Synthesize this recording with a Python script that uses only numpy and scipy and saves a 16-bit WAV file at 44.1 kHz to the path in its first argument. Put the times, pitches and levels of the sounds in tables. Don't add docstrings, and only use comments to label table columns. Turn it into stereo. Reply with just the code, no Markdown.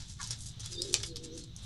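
import sys
import numpy as np
from scipy import signal
from scipy.fft import rfft, irfft
from scipy.io import wavfile
from scipy.ndimage import map_coordinates

SR = 44100
rng = np.random.default_rng(int(sys.argv[2]) if len(sys.argv) > 2 else 0)


def materialize(psi):
    bounded = np.clip(np.atleast_2d(psi).T, -1, 1)
    quanta = np.round(bounded * 32767).astype(np.int16)
    wavfile.write(sys.argv[1], SR, quanta)


N = 72765
T = np.arange(N) / SR


def amp(db):
    return 10 ** (np.asarray(db) / 20)


def unit(x):
    return x / np.sqrt(np.mean(x ** 2) + 1e-20)


def along(points, hz):
    f, values = np.transpose(points)
    return np.interp(np.log(hz + 1), np.log(f + 1), values)


def wobble(knots_per_s):
    return map_coordinates(rng.standard_normal(2048), [T * knots_per_s + 2], mode="wrap")


def phase(hz):
    return 2 * np.pi * np.cumsum(hz) / SR


def swell(peak_s, rise_s, fall_s):
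    return amp(-10 * np.where(T < peak_s, (peak_s - T) / rise_s, (T - peak_s) / fall_s))


def delayed(x, delay_s):
    hz = np.fft.rfftfreq(2 * N, 1 / SR)
    return irfft(rfft(x, 2 * N) * np.exp(-2j * np.pi * hz * delay_s))[..., :N]


def colour(x, points, tilt_db_oct=0, ring_hz=5000, ring_db=0):
    size, pivot_hz, ring_oct = 4096, 5000, 0.28
    hz = np.fft.rfftfreq(size, 1 / SR)
    db = along(points, hz) + tilt_db_oct * np.log2(np.clip(hz, 2000, 10000) / pivot_hz)
    db += ring_db / (1 + (np.log2((hz + 1) / ring_hz) / ring_oct) ** 2)
    cepstrum = irfft(np.log(amp(db)))
    cepstrum[1:size // 2] *= 2
    cepstrum[size // 2 + 1:] = 0
    ir = irfft(np.exp(rfft(cepstrum)))
    return signal.fftconvolve(np.atleast_2d(x), ir[None] / np.linalg.norm(ir), axes=1)[:, :N]


def noise(points, shared):
    white = rng.standard_normal((3, N))
    return unit(colour(np.sqrt(shared) * white[2] + np.sqrt(1 - shared) * white[:2], points))


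# f/Hz, level/dB
WALL_SPECTRUM = [(300, -1), (2300, 3), (3300, -1), (4500, 0.5), (6400, -3), (7400, -1), (9500, -8.5),
                 (11200, -17.5)]
# f/Hz, t60/s
LOFT_DECAY = [(200, 0.32), (1300, 0.11), (4000, 0.13), (7000, 0.14), (11000, 0.16)]

def loft(x, wet_db, predelay_s=0.005):
    hz, t, spectra = signal.stft(rng.standard_normal((2, SR // 3)), SR, nperseg=256)
    db = along(WALL_SPECTRUM, hz)[:, None] - 60 * t / along(LOFT_DECAY, hz)[:, None]
    tail = signal.istft(spectra * amp(db), SR, nperseg=256)[1]
    tail = np.pad(tail / np.linalg.norm(tail[0]), ((0, 0), (int(predelay_s * SR), 0)))
    return x + amp(wet_db) * signal.fftconvolve(np.atleast_2d(x), tail, axes=1)[:, :N]


# delay/s, level/dB, side (0 left, 1 right)
CLOSE_ECHOES = [(0.0012054, -12.5, 0), (0.00047, -32.5, 1), (.0023, -1.5, 1)]

def corner(pair, pan_left_db, right_lag_s=1e-5, trim_db=-0.5):
    direct = np.array([pair[0], delayed(pair[1], right_lag_s)])
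    echoes = np.zeros((2, N))
    for delay_s, db, side in CLOSE_ECHOES:
        echoes[round(side)] += amp(db) * delayed(direct[round(side)], delay_s)
    return (direct + echoes) * amp(trim_db) * amp([[pan_left_db], [-pan_left_db]])


# t/s, level/dB
HUM_ENVELOPE = [(0, -40.5), (0.07, -72), (0.2, -49.5), (0.32, -43.5), (0.55, -51), (0.62, -46),
                (0.78, -49.5), (1.0, -49), (1.2, -72), (1.65, -49)]
# f/Hz, level/dB
RUMBLE_SPECTRUM = [(15, 4.5), (25, -7.5), (40, 2), (65, 2), (90, 1), (145, 0.5), (200, -11), (300, -21),
                   (480, -35), (900, -44), (2000, -75)]
# f/Hz, level/dB
HISS_SPECTRUM = [(200, -1.5), (600, -4), (1400, -5), (2500, -6.5), (3100, 2.5), (3800, 10), (4700, -3.5),
                 (6000, -1), (7500, -12.5), (11000, -22), (11900, -21)]

def background(hum_hz=109.4, rumble_db=-48, hiss_db=-55.5, hiss_swell_db=3.5):
    times, hum_db = np.transpose(HUM_ENVELOPE)
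    hum = amp(np.interp(T, times, hum_db)) * np.sin(phase(hum_hz * (1 + 0.046 * wobble(28.4))))
    hiss = amp(hiss_db + hiss_swell_db * wobble(6.5)) * noise(HISS_SPECTRUM, shared=0.15)
    rumble = amp(rumble_db) * noise(RUMBLE_SPECTRUM, shared=0.999)
    return hum + rumble + hiss


# t/s, f/Hz, level/dB, growl (0-1)
COO_CONTOUR = [(0.698, 353, -60, 0.35), (0.769, 349.3, -52.5, 0.95), (0.794, 340.7, -44.5, 0.46),
               (0.824, 361.6, -46.5, 0.56), (0.852, 398.5, -46, 0.57), (0.884, 384.6, -47.5, 0.74),
               (0.923, 345.4, -43.5, 0.93), (0.959, 405, -58.5, 0.8), (1.012, 403.4, -58, 0),
               (1.056, 337, -61, 0.46), (1.11, 327.6, -48, 0.29), (1.17, 307.7, -50, 0.23),
               (1.205, 322.8, -51, 0.43), (1.245, 327.2, -48.5, 0.45), (1.29, 308.3, -46.5, 0.37),
               (1.358, 338, -47, 0.25), (1.391, 281.3, -49, 0.84), (1.43, 336, -60.5, 0.05),
               (1.518, 319, -73, 0.46)]

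def coo(jitter=0.022, scatter_rad=0.7, growl_hz=44, octave_db=-18, fifth_db=-2.5):
    times, *columns = np.transpose(COO_CONTOUR)
    hz, db, growl = [np.interp(T, times, column) for column in columns]
    rough_phase = phase(hz * (1 + jitter * wobble(90.37))) + scatter_rad * growl * wobble(220)
    tone = np.sin(rough_phase) + amp(octave_db) * np.sin(2 * rough_phase)
    throb = phase(growl_hz * (1 + 0.1103 * wobble(29.91)))
    flutter = 1 + growl * (np.cos(throb) + 0.95 * np.cos(2 * throb))
    fifth = amp(fifth_db) * np.clip(1 - growl, 0, 1) * np.sin(1.5 * phase(hz))
    gate = (T > times[0]) & (T < times[-1])
    voice = amp(db) * (tone * flutter + fifth) * gate
    crop_band = signal.butter(7, [205, 560], "bandpass", fs=SR, output="sos")
    return loft(signal.sosfilt(crop_band, voice), wet_db=-5)


# t/s, length/s, start f/Hz, end f/Hz, level/dB, rasp (fraction of f)
PEEP_CALLS = [(0.723, 0.028, 4910, 4885, -47.5, 0.016), (0.749, 0.029, 3665, 3630, -48.5, 0.018),
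              (0.775, 0.034, 3574, 3940, -40, 0.0081), (0.765, 0.066, 4730, 4924, -49.5, .035),
              (0.847, 0.015, 3820, 3910, -47, 0.013), (1.084, 0.045, 4390, 3960, -55.5, 0.0452),
              (1.305, 0.024, 4040, 4230, -58, 0.0303), (1.315, 0.048, 5860, 6530, -57, 0.047),
              (1.406, 0.035, 4290, 4120, -57.5, .03), (1.472, 0.094, 3950, 3336, -72, 0.036)]

def peeps(waver=0.005):
    whistles = np.zeros(N)
    for start_s, length_s, start_hz, end_hz, db, rasp in PEEP_CALLS:
        progress = np.clip((T - start_s) / length_s, 0, 1)
        glide_hz = start_hz + (end_hz - start_hz) * progress ** 2
        hz = glide_hz * (1 + waver * wobble(430) + rasp * wobble(2500))
        envelope = np.sqrt(2 * np.abs(np.sin(np.pi * progress)))
        whistles += amp(db) * envelope * np.sin(phase(hz))
    return loft(whistles, wet_db=-5)


# frequency ratio, level/dB
SQUEAK_PARTIALS = [(0.998, 4.5), (1.249, -4), (1.551, -5), (1.85, -9)]

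def skid(peak_s=0.203, rise_s=0.0055, start_hz=1140, end_hz=916, slowing_s=0.0196, rasp=0.057):
    age_s = np.maximum(T - peak_s + rise_s, 0)
    hz = end_hz + (start_hz - end_hz) * np.exp(-(age_s / slowing_s) ** 2)
    squeak = sum(amp(db) * np.sin(phase(ratio * hz * (1 + rasp * wobble(900))))
                 for ratio, db in SQUEAK_PARTIALS)
    return amp(-42.5) * squeak * swell(peak_s, rise_s, fall_s=0.013)


def grit(contacts_per_s=1600, spread_db=4.5):
    hits = rng.random(N) < contacts_per_s / SR
    return unit(hits * rng.choice([-1, 1], N) * amp(spread_db * rng.standard_normal(N)))


# peak t/s, level/dB, rise/s, fall/s, tilt/(dB/oct)
SCUFF_STROKES = [(0.0, -49.5, 0.025, 0.074, -1.5), (0.1, -48.5, 0.025, 0.04, 3.5),
                 (0.218, -44.5, 0.025, 0.092, -1), (0.336, -40.5, 0.033, 0.0077, -2),
                 (0.408, -45.5, 0.022, 0.033, 13), (0.476, -44.5, 0.038, 0.026, 7),
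                 (0.642, -46, 0.019, 0.054, -1.5), (0.731, -40, 0.017, 0.018, 3),
                 (0.85, -50.5, 0.077, 0.14, 1), (0.893, -46, 0.021, 0.021, 2.5),
                 (1.006, -46, 0.067, 0.028, -3.5), (1.07, -42.5, 0.028, 0.015, 5),
                 (1.251, -44, 0.015, 0.0088, 3), (1.379, -47.5, 0.021, 0.034, 2.5),
                 (1.441, -46, 0.0038, 0.0037, 5), (1.585, -56.5, 0.017, 0.023, 3),
                 (1.637, -52, 0.012, 0.0082, 12)]
# f/Hz, level/dB
SCUFF_SPECTRUM = [(300, -26.5), (1500, -9.5), (2500, -11), (3600, 0.5), (6000, 1.5), (8000, -3),
                  (9800, -11.5), (11100, -8.5), (12000, -45)]

def scuffs():
    strokes = sum(amp(db) * colour(grit() * swell(peak_s, rise_s, fall_s), SCUFF_SPECTRUM, tilt)
                  for peak_s, db, rise_s, fall_s, tilt in SCUFF_STROKES)
    return corner(loft(strokes + skid(), wet_db=-8), pan_left_db=1)


# t/s, level/dB, crunch t60/s, tilt/(dB/oct), snap (linear, signed), ring f/Hz
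CLAW_STRIKES = [(0.2156, -37, 0.02, 1, -2, 7000), (0.2306, -37, 0.007, 1, -9, 6550),
                (0.2402, -35, 0.028, 1.5, -1, 5660), (0.2728, -37, 0.032, 11, 3.5, 5950),
                (0.3075, -27.5, 0.016, -3.5, -2, 5300), (0.3118, -35.5, 0.042, 4, 1.5, 7300),
                (0.596, -42, 0.063, -3, 0, 3220), (0.6036, -41.5, 0.075, 0, 3.5, 6400),
                (0.6601, -30.5, 0.01, 5.5, -1.5, 3340), (0.8198, -22, 0.0085, 4, 4.5, 4050),
                (0.928, -35.5, 0.098, 0, 3, 8400), (0.9417, -15.5, 0.014, 0, 6, 2220),
                (1.0327, -28.5, 0.008, 0, 5, 4240), (1.0353, -28, 0.021, -4, 1.5, 3120),
                (1.159, -35.5, 0.022, -3, -1, 4400), (1.168, -37.5, 0.019, 0, 9, 3510),
                (1.2383, -40.5, 0.012, -6, -0.5, 7740), (1.250, -54, 0.01, -12, -6.5, 4530),
                (1.378, -39.5, 0.032, 0.5, 3, 5800), (1.564, -40, 0.013, 8, -5.5, 6500)]
# f/Hz, level/dB
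TAP_SPECTRUM = [(150, -37), (400, -8.5), (800, -19), (1100, -13.5), (1750, -17.5), (2300, -11.5),
                (2550, -14), (3100, -5), (4300, -1.5), (5900, 3.5), (7200, -4), (8800, -1), (10000, -8),
                (11300, -7), (12300, -33), (15000, -42.5)]

def claw_taps():
    taps = np.zeros((2, N))
    for start_s, db, t60_s, tilt, snap, ring_hz in CLAW_STRIKES:
        start = round(start_s * SR)
        age_s = T[:N - start]
        contact = np.zeros(N)
        contact[start:] = rng.standard_normal(N)[:N - start] * amp(-60 * age_s / t60_s)
        contact[start] = -snap
        tap = colour(contact, TAP_SPECTRUM, tilt, ring_hz, ring_db=9.5)
        taps += amp(db) * loft(tap, wet_db=-6.5)
    return corner(taps, pan_left_db=2.5)


def scene():
    return claw_taps() + scuffs() + peeps() + coo() + background()


def record(dry):
    cutoff_hz, order = 12602, 16
    hz = np.fft.rfftfreq(2 * N, 1 / SR)
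    return irfft(rfft(dry, 2 * N) / np.sqrt(1 + (hz / cutoff_hz) ** (2 * order)))[:, :N]


dry = scene()
out = record(dry)
materialize(out)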